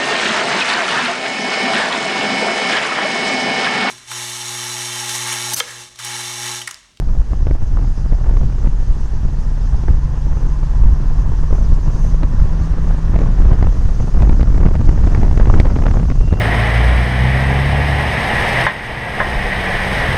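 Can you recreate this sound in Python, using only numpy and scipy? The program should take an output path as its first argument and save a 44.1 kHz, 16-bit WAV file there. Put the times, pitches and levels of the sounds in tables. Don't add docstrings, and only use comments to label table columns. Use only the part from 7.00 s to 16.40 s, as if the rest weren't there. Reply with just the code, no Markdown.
import sys
import numpy as np
from scipy import signal
from scipy.fft import rfft, irfft, next_fast_len
from scipy.io import wavfile
from scipy.ndimage import uniform_filter1d, map_coordinates

SR = 44100
rng = np.random.default_rng(int(sys.argv[2]) if len(sys.argv) > 2 else 0)


def output_pcm(signal):
    pcm = np.clip(np.atleast_2d(signal).T, -1, 1) * 32767
    wavfile.write(sys.argv[1], SR, np.round(pcm).astype(np.int16))


N = 414540
TIME = np.arange(N) / SR


def from_db(db):
    return 10 ** (np.asarray(db) / 20)


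def in_time(rows):
    times, *columns = np.transpose(rows)
    return [np.interp(TIME, times, column) for column in columns]


def noise(colour):
    size = next_fast_len(N)
    hz, db = np.transpose(colour)
    pitch = np.log(np.maximum(np.arange(size // 2 + 1) * SR / size, 1))
    outside = np.abs(pitch - np.clip(pitch, np.log(hz[0]), np.log(hz[-1])))
    gain = from_db(np.interp(pitch, np.log(hz), db) - 40 * outside)
    shaped = irfft(rfft(rng.standard_normal(size)) * gain, size)[:N]
    return shaped / np.sqrt(np.mean(shaped ** 2) + 1e-20)


def drift(rate_hz):
    return noise([(1, 0), (rate_hz, 0)])


def evened(x, span_s):
    size = max(int(span_s * SR), 2)
    return x / np.sqrt(uniform_filter1d(uniform_filter1d(x ** 2, size), size) + 1e-9)


def sped_up(x, speed):
    return map_coordinates(x, [np.cumsum(speed)], order=3, mode="mirror")


def flickering(x, depth_db, rate_hz, bands):
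    size = next_fast_len(N)
    spectrum = rfft(x, size)
    hz = np.linspace(0, SR / 2, len(spectrum))
    centres_hz = np.linspace(2000, 12000, bands)
    parts = (irfft(spectrum * np.interp(hz, centres_hz, band), size)[:N] for band in np.eye(bands))
    return sum(part * from_db(depth_db * drift(rate_hz)) for part in parts)


# t/s, f/Hz, level/dB
ENGINE_RUN = [(0, 121, -37.5), (1.2, 128, -30), (2.3, 135.1, -30.5), (3, 139.9, -25.5), (3.7, 144.1, -26),
              (4.4, 148, -26), (5.3, 154.9, -27), (6.2, 162.7, -23), (6.7, 161.8, -40), (7.4, 153.1, -31),
              (8.3, 148.1, -27.5), (9.4, 141.3, -32)]
# multiple of the firing rate, relative level/dB
ENGINE_TONES = [(.5, -7), (1, -2.5), (1.5, -19), (2, -26)]

def engine(wander=0.0022, rough_db=1.67):
    firing_hz, hum_db = in_time(ENGINE_RUN)
    phase = 2 * np.pi * np.cumsum(firing_hz * (1 + wander * drift(5.4))) / SR
    tones = sum(from_db(db + rough_db * drift(12)) * np.sin(k * phase) for k, db in ENGINE_TONES)
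    return from_db(hum_db) * np.sqrt(2) * tones


# t/s, roar level/dB, hiss level/dB (both trimmed in tyres)
ROAD_LEVELS = [(0.0, -44.5, -54.5), (2.1, -41.5, -52), (3.3, -41, -53), (4.2, -39.7, -51.5),
               (5.0, -42, -50.5), (5.7, -37, -52), (6.5, -37, -52.5), (7.0, -40.5, -49.5),
               (7.7, -43, -50.5), (8.1, -37, -49), (9.4, -46, -50)]
# t/s, relative level/dB
TREAD_LEVELS = [(0, -6), (2, -5.5), (3.5, -0.5), (5.3, -2), (6.5, -10), (9.4, -10)]
# f/Hz, level/dB
ROAR_COLOUR = [(90, -4.5), (200, 9.5), (350, 2.5), (600, -4.5), (850, -4), (1400, -8), (1800, -7),
               (2200, -18), (2750, -17.5), (3200, -21.5), (4000, -22.5), (7000, -52)]
TREAD_COLOUR = [(700, -19.5), (870, -3.5), (1060, -3), (1200, -12.5), (1400, -24)]
HISS_COLOUR = [(1800, -12), (2800, -1), (3800, -3.5), (5000, 2), (5700, 2), (6250, 3.5), (7000, -2),
               (7900, -8), (8850, -7), (10000, -15.5), (12000, -20.5), (14200, -26.5)]

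def tyres(swell_db=0.76):
    roar_db, hiss_db = in_time(ROAD_LEVELS)
    firing_hz, _ = in_time(ENGINE_RUN)
    tread = sped_up(noise(TREAD_COLOUR), firing_hz / firing_hz.mean())
    roar = noise(ROAR_COLOUR) + from_db(in_time(TREAD_LEVELS)[0] - 5) * tread
    hiss = flickering(noise(HISS_COLOUR), depth_db=1.84, rate_hz=19, bands=14)
    return from_db(roar_db + 1) * roar + from_db(hiss_db - 0.5 + swell_db * drift(6)) * hiss


# t/s, length/s, f/Hz, width/Hz, level/dB
THIN_TONES = [(1.38, 0.11, 6200, 300, -62), (3.383, .12, 6100, 300, -57), (4.583, 0.11, 6150, 250, -52.5),
              (5.03, 0.2, 6200, 350, -50.5), (5.05, .2, 8600, 900, -66), (9.33, 0.26, 2750, 14, -47.5)]

def thin_tones():
    out = np.zeros(N)
    for at_s, length_s, hz, width_hz, db in THIN_TONES:
        decay = np.exp(-np.pi * width_hz / SR)
        feedback = [1, -2 * decay * np.cos(2 * np.pi * hz / SR), decay * decay]
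        band = signal.lfilter([1, 0, -1], feedback, rng.standard_normal(N))
        swell = np.exp(-(2 * (TIME - at_s) / length_s) ** 2)
        out += from_db(db) * evened(band, span_s=0.02) * swell
    return out


# t/s, level/dB
AIRFLOW = [(0.0, 0.5), (0.25, -6), (1.4, 0), (2.05, -5), (3.15, -4.5), (5.0, 1.0), (6.0, 0.6), (7.0, 3),
           (8.1, 9), (8.58, 11.5), (9.08, 7), (9.4, 3)]
# t/s, length/s, large eddy lift/dB, small eddy lift/dB, flutter lift/dB
GUSTS = [(0.478, 0.13, 2, 1.5, 6.5), (0.817, 0.11, 3, 6, 7), (1.138, 0.034, 4.5, 5.5, 2),
         (1.316, 0.14, 5, 5, 5.5), (1.475, 0.081, -2.5, 2, -3), (1.64, 0.098, 1, 5.5, 3.5),
         (2.2, 0.22, 0, 4, -0.5), (2.77, 0.043, 0.5, 10, 5.5), (2.9, 0.089, 7.5, 9, 7),
         (3.335, 0.29, 1.5, -1, 2.5), (3.837, 0.17, 10, 4.5, 4), (4.547, 0.19, 4, 2, 4),
         (4.75, 0.072, 5, 2, 3.5), (5.224, 0.1, 3, 1.5, 1), (5.415, 0.07, 8.5, 7, 1),
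         (6.188, 0.19, 3.5, 3.5, 7.5), (6.46, 0.17, 9.5, 3, 8), (6.533, 0.056, -1, 4.5, 2),
         (6.633, 0.13, 3.5, 8, 4.5), (6.85, 0.079, -0.5, 0.5, -1), (7.207, 0.16, 10, 6.5, 5.5),
         (7.403, 0.071, 7, 3, 4.5), (7.643, 0.18, 7.5, 5.5, 7), (7.803, 0.07, -1.5, 4, -5),
         (7.907, 0.12, 4, 0.5, 1), (8.18, 0.09, -0.5, 4.5, 0), (8.423, 0.11, 7.5, -0.5, 0),
         (8.691, 0.041, 9, -4, 2), (8.824, 0.15, 4, 2, 2.5), (9.01, 0.06, -1, 5, 0.5),
         (9.18, 0.062, 1, 5.5, 0), (9.347, 0.097, -3, -1, 3)]
# t/s, dip/dB (a negative dip is a lift)
LULLS = [(0.07, 3), (0.25, 7), (0.65, 3), (0.94, 4.5), (3.2, 5.5), (3.53, 4.5), (5.68, 5), (6.03, 6),
         (6.94, 8), (7.11, 4), (9.1, -2)]

def wind_levels(rise_share=0.41, lull_s=0.049, puff_db=1.68):
    flow_db, = in_time(AIRFLOW)
    levels = np.array([-11.5 + 0.28 * flow_db,
                       -23 + 0.82 * flow_db,
                       -36.7 + 0.9 * flow_db])
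    for at_s, length_s, *lift_db in GUSTS:
        near = np.abs(TIME - at_s) < 2 * length_s
        age = (TIME[near] - at_s) / length_s
        width = np.where(age < 0, rise_share, 1 - rise_share)
        levels[:, near] += np.outer(lift_db, np.exp(-(age / width) ** 2))
    for at_s, dip_db in LULLS:
        near = np.abs(TIME - at_s) < 2 * lull_s
        levels[:, near] -= dip_db * np.exp(-(2 * (TIME[near] - at_s) / lull_s) ** 2)
    return levels + puff_db * drift(16.7)


# f/Hz, level/dB
FLUTTER_COLOUR = [(120, -13), (250, 5.5), (400, -2), (700, -6.5), (1200, -12), (2000, -24), (3200, -34.5),
                  (5000, -50), (9000, -62), (14000, -68)]
RASP_COLOUR = [(900, -18), (2000, 5.5), (3000, -6), (5000, -13), (8000, -24), (14000, -49)]

def flutter(swing, flutter_db, crest_db=13.0, ragged_db=7.0, lag_s=0.0018):
    crest = np.tanh(np.interp(TIME - lag_s, TIME, swing))
    bursts = from_db(crest_db * np.maximum(crest, -0.5 * crest) + ragged_db * np.tanh(drift(66.5)))
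    level = from_db(flutter_db)
    soft = level * evened(bursts * noise(FLUTTER_COLOUR), span_s=0.056)
    rasp = from_db(-0.5) * (level * evened(bursts, span_s=0.053)) ** 2 * noise(RASP_COLOUR)
    return soft + rasp


# t/s, relative level/dB, rasp compared with that level/dB
SLAPS = [(0.331, -18, -32), (0.468, -14, -29), (0.509, -11, -27), (0.77, -20, -30), (1.13, -20, -26),
         (1.265, -20, -29), (1.523, -20.5, -23), (1.672, -17, -25), (2.835, -21, -26), (2.881, -16.5, -34),
         (4.526, -11.5, -37), (5.231, -13.5, -20), (6.188, -14.5, -20.5), (6.215, -13, -27),
         (6.625, -10.5, -21), (6.668, -15, -23), (7.22, -10.5, -17.5), (7.293, -9.5, -22),
         (7.394, -13.5, -38), (7.428, -11, -22), (7.661, -11, -28), (7.752, -14.5, -21), (7.81, -18, -22),
         (7.89, -8.5, -26), (8.147, -12.5, -19), (8.23, -10, -35), (8.374, -9, -21), (8.397, -12, -28),
         (8.455, -17, -17), (8.498, -6, -25.5), (8.538, -9, -36), (8.599, -5, -14), (8.655, -15.5, -19),
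         (8.756, -16.5, -23), (8.836, -14.5, -18.5), (8.864, -9.5, -19), (8.91, -10.5, -21.5),
         (8.969, -11.5, -33), (9.1, -15, -19), (9.325, -8.5, -25)]
# f/Hz, level/dB
SLAP_COLOUR = [(80, -22.5), (200, 12.5), (500, 4), (1000, -4), (1700, -13), (2500, -29.5), (5000, -41.5)]

def slaps(pressure, rise_s=0.00096, fall_s=0.0024, push_s=0.0073, drop_s=0.0015, sweep=0.46):
    body, rasp, thump, swept = np.zeros((4, N))
    for at_s, level_db, rasp_db in SLAPS:
        near = np.abs(TIME - at_s) < 0.06
        age = TIME[near] - at_s - 0.002
        burst = from_db(level_db) * np.exp(-np.maximum(-age / rise_s, age / fall_s))
        passing = np.exp(-np.abs(age) / push_s)
        body[near] += burst
        rasp[near] += burst * from_db(rasp_db)
        thump[near] -= from_db(level_db) * np.tanh(age / drop_s) * passing
        swept[near] += np.exp(-0.5 * (age / push_s) ** 2)
    rips = from_db(-2) * body * evened(noise(SLAP_COLOUR), span_s=0.0016)
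    rips += from_db(2) * rasp * noise(RASP_COLOUR)
    return pressure * (1 - np.clip(sweep * swept, 0, 1)) + from_db(8) * thump + rips


# f/Hz, level/dB
LARGE_EDDY_COLOUR = [(4, -10), (12, -6), (22, -1.5), (33, 0.5), (42, -5), (55, -8), (75, -19), (110, -31.5),
                     (200, -60)]
SMALL_EDDY_COLOUR = [(40, -6), (70, 4), (110, 1), (160, -5.5), (220, -13), (300, -28.5), (500, -34.5),
                     (900, -67.5)]

def buffeting(large_db, small_db, lumps_db=2.0, octaves_per_db=0.0058, lean_s=0.0012, ceiling=1.204):
    large_gain = from_db(large_db + lumps_db * drift(8.7))
    large = large_gain * evened(noise(LARGE_EDDY_COLOUR), span_s=0.066)
    riding = from_db(3.05 * np.abs(evened(large, span_s=0.06)))
    speed = 2 ** (octaves_per_db * (in_time(AIRFLOW)[0] - 4))
    ripples = sped_up(noise(SMALL_EDDY_COLOUR), speed)
    small = from_db(small_db + lumps_db * drift(15.3)) * evened(riding * ripples, span_s=0.068)
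    eddies = large + small
    pressure = np.interp(TIME - lean_s * np.tanh(eddies), TIME, eddies)
    return ceiling * np.tanh(pressure / ceiling), evened(eddies, span_s=0.16)


def scene():
    large_db, small_db, flutter_db = wind_levels()
    pressure, swing = buffeting(large_db, small_db)
    wind = slaps(pressure) + flutter(swing, flutter_db)
    car = engine() + tyres()
    return (wind + car + thin_tones())[None]


def record(dry, clean_limit=0.95, cutoff_hz=14250):
    clean = np.clip(dry, -clean_limit, clean_limit)
    headroom = 1 - clean_limit
    squashed = clean + headroom * np.tanh((dry - clean) / headroom)
    treble_cut = signal.ellip(10, 0.1, 80, cutoff_hz, fs=SR, output="sos")
    return signal.sosfilt(treble_cut, squashed)


dry = scene()
out = record(dry)
output_pcm(out)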